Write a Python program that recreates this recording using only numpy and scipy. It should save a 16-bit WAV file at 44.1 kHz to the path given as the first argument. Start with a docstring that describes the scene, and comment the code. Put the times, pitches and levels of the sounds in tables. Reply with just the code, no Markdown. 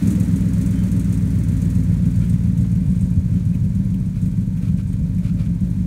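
"""A deep V8 burble moves away and slows into a lope, an uneven, rocking beat. It is an old sports car rolling
over a lawn, barely above idle. Each bank (row of cylinders) thumps through its own side pipe, a small exhaust
leak spits in time, and the fan whirs under the bonnet. Loose metal rattles and pings now and then; grass
rustles and knocks lightly underfoot near the microphone."""
import sys
import numpy as np
from scipy.fft import rfft, irfft, next_fast_len
from scipy.io import wavfile
from scipy.ndimage import uniform_filter1d, map_coordinates

SR = 44100
rng = np.random.default_rng(int(sys.argv[2]) if len(sys.argv) > 2 else 0)


def file_out(sig):
    """Save sig as 16-bit WAV at sys.argv[1]."""
    # one column per channel
    cols = np.atleast_2d(sig).T
    # limit, then scale
    lim = np.clip(cols, -1, 1)
    pcm = np.round(lim * 32767).astype(np.int16)
    wavfile.write(sys.argv[1], SR, pcm)


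N = 258426
TIME = np.arange(N) / SR


def amp(db):
    """Turn decibels into a volume factor."""
    return 10 ** (np.asarray(db) / 20)


def unit(x):
    """Scale a sound to an average power of 1."""
    return x / np.sqrt(np.mean(x ** 2) + 1e-20)


def steady(x, size=13000):
    """Even out the loudness over about size samples."""
    power = uniform_filter1d(uniform_filter1d(x ** 2, size=size), size=size // 2)
    return x / np.sqrt(np.abs(power) + 1e-20)


def curves(rows, t=TIME):
    """Join a table's points with lines: one curve for each column after the time."""
    seconds, *columns = np.transpose(rows)
    return [np.interp(t, seconds, column) for column in columns]


def wobble(rate):
    """A smooth random curve through rate points a second."""
    return map_coordinates(rng.standard_normal(int(N * rate / SR) + 4), [TIME * rate])


def swell(start, length):
    """A smooth hump from start for length seconds."""
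    return np.sin(np.pi * np.clip((TIME - start) / length, 0, 1))


def impulses(times, sizes):
    """One spike at each time."""
    return np.bincount(np.clip(times * SR, 0, N).astype(int), sizes, N + 1)[:N]


def filtered(x, response):
    """Reshape a sound: multiply each frequency f by response(f)."""
    size = next_fast_len(N + SR // 2)
    return irfft(rfft(x, size) * response(np.fft.rfftfreq(size, 1 / SR)), size)[:N]


def smear(x, fade_s):
    """Give every spike a fading tail."""
    return filtered(x, lambda f: 1 / (1 + 2j * np.pi * f * fade_s))


def band(x, low_hz, high_hz, order=10):
    """Keep what lies between two frequencies."""
    edge = lambda ratio: np.sqrt(1 + ratio ** (2 * order))
    return filtered(x, lambda f: (f / low_hz) ** order / (edge(f / low_hz) * edge(f / high_hz)))


def noise(colour):
    """Noise whose colour (the level at each frequency) follows a table."""
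    hz, db = np.transpose(colour)
    return unit(filtered(rng.standard_normal(N), lambda f: amp(np.interp(np.log(f + 1), np.log(hz), db))))


def resonate(x, tones):
    """Ring at a set of natural tones; like a small pipe mouth, let little deep bass out."""
    ring = lambda f: sum(gain * 1j * f / (hz * hz - f * f + 1j * f * width) for hz, width, gain in tones)
    mouth = lambda f: -f * f / (50 ** 2 - f * f + 50j * f)
    return filtered(x, lambda f: ring(f) * mouth(f))


def taps(events, colour, fade_s):
    """Bursts of noise that start at once and drop 60 dB in fade_s."""
    return noise(colour) * sum(amp(db - 60 * np.abs(TIME - s) / fade_s) * (TIME >= s) for s, db in events)


# faint squeaks: t/s, length/s, f/Hz, level/dB
CHASSIS_SQUEAKS = [(0.717, .14, 3100, -53), (2.135, 0.033, 4550, -55), (3.531, 0.026, 2519, -51)]
def squeaks():
    """The car's frame flexes and gives short, unsteady tones."""
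    waver_hz = 18 * wobble(280)
    return sum(amp(db) * swell(s, length) * np.sin(2 * np.pi * np.cumsum(hz + waver_hz) / SR)
               for s, length, hz, db in CHASSIS_SQUEAKS)


# light knocks: t/s, level/dB
KNOCK_TIMES = [(2.645, -44.5), (2.862, -49)]
# their dull colour: f/Hz, level/dB
KNOCK_NOISE = [(400, -10), (800, 5), (1500, -6), (2600, -3), (6000, -28), (15000, -40)]
def knocks():
    """Footsteps knock lightly."""
    return taps(KNOCK_TIMES, KNOCK_NOISE, fade_s=0.064)


# steps in the grass: t/s, length/s, level/dB
FOOTFALLS = [(2.198, 0.066, -48.5), (3.317, 0.14, -55.5), (4.134, 0.062, -52), (4.596, 0.13, -50.5),
             (4.77, 0.055, -50), (5.214, 0.12, -49), (5.366, 0.09, -49.5), (5.448, 0.036, -51)]
# colour of the rustle: f/Hz, level/dB
GRASS_NOISE = [(800, 0), (1150, 0), (1330, 1), (1700, 1.5), (2280, 3.5), (2900, 3), (4200, 2.5), (6000, -4),
               (10000, -3.5), (15000, -16)]
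# hollow tones of the crunch: f/Hz, width/Hz, strength
CRUNCH_TONES = [(1320, 200, 1.2), (2330, 240, .8)]
def steps(crackle_db=3.2):
    """Grass blades crush in small bursts under each step, with a hollow crunch."""
    rustle = unit(noise(GRASS_NOISE) * amp(crackle_db * wobble(350)))
    crunch = unit(resonate(rustle, CRUNCH_TONES))
    return unit(rustle + 0.76 * crunch) * sum(amp(db) * swell(s, length) for s, length, db in FOOTFALLS)


# sharp metal pings: t/s, level/dB
PING_TIMES = [(2.338, -47), (2.757, -49), (3.55, -48), (3.645, -51), (3.943, -46), (4.259, -46.5),
              (4.574, -50), (4.931, -51), (5.184, -47)]
# their bright colour: f/Hz, level/dB
PING_NOISE = [(1000, -17), (2400, 9), (4000, -7), (8500, -4), (13000, -1), (15500, -4)]
def pings():
    """Hot metal on the car pings with sharp ticks."""
    return taps(PING_TIMES, PING_NOISE, fade_s=0.065)


# how far away the car is: t/s, distance/m
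CAR_DISTANCE = [(0, 2), (.35, 3.37), (1.5, 3.97), (3, 6.43), (4.2, 8), (5.86, 8.2)]
def receding(near_db, loss_db, near_m=2.5):
    """Volume of a car part: near_db at near_m, and loss_db less each time the distance doubles."""
    return amp(near_db - loss_db * np.log2(curves(CAR_DISTANCE)[0] / near_m))


def turned(turn_s=2.95):
    """Rises from 0 with the car side-on to 1 once it shows its tail."""
    return np.clip(TIME / turn_s, 0, 1)


# belt tones: f/Hz, relative level/dB
BELT_TONES = [(911, -14), (1547, -16), (2428, -19.5), (6660, -24)]
def belt(drift_hz=18):
    """The belt drive whines, wavering a little in loudness and pitch."""
    whine = 0
    for hz, db in BELT_TONES:
        volume = amp(db + 1.4 * wobble(4.26)) * np.sqrt(2)
        cycles = hz * TIME + drift_hz * np.cumsum(wobble(60)) / SR
        whine += volume * np.sin(2 * np.pi * cycles)
    return amp(-53.5) * whine


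# colour of the fan's rush: f/Hz, level/dB
FAN_NOISE = [(380, -6), (650, 3), (762, -4), (918, 1), (1200, -3.5), (1580, -3), (2390, -3), (2700, -8.5),
             (4400, -8.5), (4950, -11.5), (6300, -9), (8400, -10), (10500, -14), (11600, -15), (15500, -18)]
# colour of the rush from the side vents: f/Hz, level/dB
VENT_NOISE = [(850, -29), (1200, -1), (2000, 0), (2800, -15), (6000, -28)]
def fan(flutter_db=0.63, grain_db=0.7):
    """The fan pushes a fluttering rush of air, fuller while the side vents face the listener."""
    rush = amp(grain_db * wobble(300) + flutter_db * wobble(14)) * noise(FAN_NOISE)
    vents = np.sqrt(1 - turned()) * noise(VENT_NOISE)
    return receding(near_db=-45, loss_db=5.08) * rush + amp(-53) * vents


# fits of rattling: t/s, length/s, level/dB
RATTLE_FITS = [(1.049, .2, -57), (2.121, .26, -58), (2.76, 0.41, -56), (4.202, 0.1248, -57.5),
               (4.852, .1, -58)]
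# tones of the loose metal: f/Hz, width/Hz, strength
METAL_TONES = [(7150, 310, 0.36), (8420, 400, 1)]
def rattle(spits):
    """Loose metal rings now and then, in time with the spitting leak."""
    shake = smear(spits, fade_s=0.024) * rng.standard_normal(N)
    fits = sum(amp(db) * swell(s, length) for s, length, db in RATTLE_FITS)
    return unit(resonate(shake, METAL_TONES)) * fits


def leak_spits(times, cylinder):
    """Gas escapes the manifold (where exhaust leaves the engine), mostly as the near bank fires."""
    cylinder_db = np.array([-31, 13, -26, 3.5, 13.5, -18, 14, 2])
    return impulses(times, amp(cylinder_db[cylinder] + rng.uniform(-6.5, 5.3, len(times))))


# colour of the leak's hiss: f/Hz, level/dB
HISS_NOISE = [(2000, -42), (2500, -0.5), (2900, -11), (4200, -8), (4900, -13.5), (6000, -1.5), (6650, 1.5),
              (7300, -1), (8250, 1), (9600, 1.5), (10400, -10.5), (11500, -3.5), (15500, -22)]
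def leak(spits):
    """Each spit of gas makes a short hiss and a crisp crack, heard best early on, close by."""
    hiss = smear(smear(spits, fade_s=0.0012), fade_s=0.015) * noise(HISS_NOISE)
    crack = smear(spits, fade_s=0.0013) * noise([(6000, -25), (9000, -11), (14000, -2)])
    crispness = 0.5 * (1 - 0.59 * curves(CAR_COURSE)[-1])
    return receding(near_db=-47, loss_db=9.05) * (unit(hiss) + crispness * unit(crack))


# how fast the engine turns: t/s, speed/rpm
ENGINE_SPEED = [(0.0, 940), (0.6, 947.6), (1.5, 909.7), (1.8, 890.4), (2.7, 850.4), (2.85, 806),
                (3.45, 819.6), (4.2, 749), (4.35, 813.8), (4.5, 745), (4.65, 799.6), (4.95, 756),
                (5.1, 778.2), (5.86, 783.4)]
def firings():
    """When an exhaust valve opens, and on which cylinder: eight make one cycle of two engine turns."""
    count = np.cumsum(curves(ENGINE_SPEED)[0]) / 60 * 4 / SR - 0.5
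    number = np.arange(int(count[-1]))
    return np.interp(number, count, TIME), number % 8


def surge(times, peak, count=1):
    """Swing between -1 and 1 count times per engine cycle; peak (0-1) places the top in the cycle."""
    cycles = np.interp(TIME, times, np.arange(len(times))) / 8
    return np.cos(2 * np.pi * count * (cycles - peak))


# the two pipes as the car turns away and slows:
# t/s, near delay/ms, far delay/ms, near level/dB, far level/dB, lope (0-1)
CAR_COURSE = [(0.0, 3.14, 7.94, 1, 1.5, 0.42), (0.8, 2.78, 7.47, 2.7, 9.5, 0.28),
              (1.5, 3.92, 7.53, -2.6, 0.5, 0.44), (2.2, 4.76, 7.67, -1, 2.5, 0.73),
              (3.0, 5.3, 6.7, 4, 0.7, 0.92), (4.0, 4.35, 3.47, 3, -1, 1),
              (5.86, 5.15, 6.92, -4, -2.5, 0.99)]
# cylinders in firing order: smooth lag/ms, smooth level/dB, loping lag/ms, loping level/dB
CYLINDER_HABITS = [(0.99, 0.1, 0.78, -1), (-0.13, -0.4, 0.7, 0.7), (-0.034, 0.1, -0.98, 1.5),
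                   (-1.67, 4, -0.014, -4.5), (0.71, 0.9, 0.7, -0.5), (0.095, -0.26, 0.37, -0.7),
                   (0.19, 3.4, 0.34, -2.5), (-0.15, -0.5, -1.83, -0.8)]
# each cylinder's side, in firing order: 1 near, 0 far
CYLINDER_SIDE = [0, 1, 0, 1, 1, 0, 1, 0]
def gas_pulses(times, cylinder):
    """Puffs of gas from the near and far banks; each bank fires unevenly, which makes the burble."""
    near_ms, far_ms, near_db, far_db, lope = curves(CAR_COURSE, times)
    smooth_ms, smooth_db, lope_ms, lope_db = np.array(CYLINDER_HABITS)[cylinder].T
    near = np.array(CYLINDER_SIDE)[cylinder] > 0
    size_db = np.where(near, near_db, far_db) + (1 - lope) * smooth_db + lope * lope_db
    delay_ms = np.where(near, near_ms, far_ms) + (1 - lope) * smooth_ms + lope * lope_ms
    # at low speed the fuel burns differently every time
    burn, jitter = rng.standard_normal((len(times), 2)).T
    sizes = amp(size_db + (1.12 + 2.2 * lope) * np.tanh(burn))
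    arrivals = times + (delay_ms + 0.21 * lope * jitter) / 1000
    return impulses(arrivals, sizes * near), impulses(arrivals, sizes * ~near)


# high pipe tones: f/Hz, width/Hz, signed strength
RASP_TONES = [(364, 44, 0.99), (412, 21, 0.28), (504, 25, -0.39), (537, 30, -0.35), (605.6, 32.6, 0.7)]
def rasp(times, pulses, swirl):
    """Swirling gas rasps in the pipes, peaking later in the cycle and less clearly as the car turns."""
    ring = band(resonate(pulses + 2.9 * swirl, RASP_TONES), 328, 568)
    surge_db = 3.5 * (1 - 0.61 * turned()) * surge(times, peak=0.62 + 0.37 * turned() ** 3)
    return receding(near_db=-41, loss_db=5.67) * steady(ring * amp(surge_db))


# middle pipe tones: f/Hz, width/Hz, signed strength
BARK_TONES = [(220.4, 20.6, 0.89), (267.1, 13.7, -1.25), (288, 22.7, -0.42), (335, 10, 0.073)]
def bark(times, pulses, swirl, lope):
    """The puffs bark in the pipes, rougher as the engine lopes."""
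    ring = band(resonate(pulses + (0.61 + 0.39 * lope) * swirl, BARK_TONES), 183, 325)
    return receding(near_db=-24, loss_db=6.9) * steady(ring * amp(2 * surge(times, peak=0.93)))


def thuds(times, cylinder, centre_hz=118, width_hz=72):
    """Two short, round pushes each cycle, from the first two cylinders of the near bank."""
    pushes = impulses(times + 0.01237, cylinder == 1) + 0.65 * impulses(times + 0.018, cylinder == 3)
    rounding = lambda f: -1j * f * np.exp(-((f - centre_hz) / width_hz) ** 2) / (f + centre_hz)
    return unit(filtered(pushes, rounding))


# swells of the boom, once per cycle (first row) and once per engine turn (second row):
# smooth swing/dB, loping swing/dB, smooth peak (0-1), loping peak (0-1)
CHUG_SWELLS = [(1.5, 2, 0.45, 0.81), (0.9, 1.34, 0.73, .72)]
def chug(times, lope):
    """The boom's rise and fall in dB, deeper as the engine lopes."""
    return sum((smooth_db + lope * (lope_db - smooth_db))
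               * surge(times, peak + lope * (lope_peak - peak), count)
               for count, (smooth_db, lope_db, peak, lope_peak) in enumerate(CHUG_SWELLS, start=1))


# low tones of the near pipe: f/Hz, width/Hz, signed strength
NEAR_TONES = [(37.9, 10, -0.44), (89.5, 8.3, -0.49), (115.16, 4.1, 0.55), (153.6, 14, -0.55),
              (174.2, 7.8, -0.83), (192.5, 11.6, 0.79), (231.5, 20.5, 0.29), (265, 35, 0.22)]
# low tones of the far pipe: f/Hz, width/Hz, signed strength
FAR_TONES = [(43.4, 6.7, -0.52), (76.1, 11.6, 0.5), (107.46, 5.7, 0.4), (135, 35, -0.076),
             (175.65, 13.6, -0.94), (200.9, 15.3, 0.36), (200, 15, 0.17), (271, 12, 0.13)]
# colour of the rumble scattered by the car's underside and the yard: f/Hz, level/dB
RUMBLE_NOISE = [(20, -48), (40, -28), (55, -27), (65, -4), (82, 7), (115, 5), (132, 4.5), (170, 12.5),
                (200, 2.5), (235, -10), (300, -60), (620, -120)]
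# base loudness of the boom, which carries far: t/s, level/dB
BOOM_LEVEL = [(0, -17), (1.2, -17.5), (2.1, -16), (3.2, -17), (4.2, -19), (5.86, -19.5)]
def boom(times, cylinder, near, far, lope):
    """Each bank makes its own pipe boom; rumble and thuds grow as the engine lopes."""
    pipes = resonate(near, NEAR_TONES) + resonate(far, FAR_TONES)
    ring = steady(band(pipes, 12, 355, order=6))  # the pipes' packing rounds off each puff
    late_surge = surge(times, peak=0.8)
    ring += (0.15 + 0.29 * lope) * noise(RUMBLE_NOISE) * amp(3 * late_surge)
    # close firings late in each cycle pump up the upper tones: a "blub", split by a short gap
    gap = ((1 + surge(times, peak=0.752)) / 2) ** 20
    blub = band(ring, 144, 264.1) * (amp(4 * lope * late_surge - 5 * gap) - 1)
    beat = ring + blub + 0.31 * lope ** 2 * thuds(times, cylinder)
    return amp(curves(BOOM_LEVEL)[0] + chug(times, lope)) * steady(beat, size=4400)


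# moments when the engine burns harder or falters: t/s, level change/dB
ENGINE_STUMBLES = [(1.9, 0.5), (3.86, 0.5), (4.11, -5), (4.27, 0.5), (4.58, -3), (4.71, 3), (4.85, -2),
                   (5.27, 1), (5.4, 1.5)]
def exhaust(times, cylinder, stumble_s=0.11):
    """Puffs of gas, and the swirl behind them, make the side pipes boom, bark and rasp."""
    near, far = gas_pulses(times, cylinder)
    lope = curves(CAR_COURSE)[-1]
    pulses = unit(near + far)
    swirl = unit(smear(pulses, fade_s=0.023) * rng.standard_normal(N))
    burn = amp(sum(db * swell(s - stumble_s / 2, stumble_s) for s, db in ENGINE_STUMBLES))
    return burn * (boom(times, cylinder, near, far, lope)
                   + bark(times, pulses, swirl, lope) + rasp(times, pulses, swirl))


def scene():
    """The car and the steps in open air."""
    times, cylinder = firings()
    pipes = exhaust(times, cylinder)
    spits = leak_spits(times, cylinder)
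    car = pipes + leak(spits) + rattle(spits) + fan() + belt() + squeaks() + knocks()
    return (car + steps() + pings())[None]


def record(dry, top_hz=15750):
    """The microphone keeps nothing above top_hz."""
    return filtered(dry[0], lambda f: f < top_hz)[None]


dry = scene()
out = record(dry)
file_out(out)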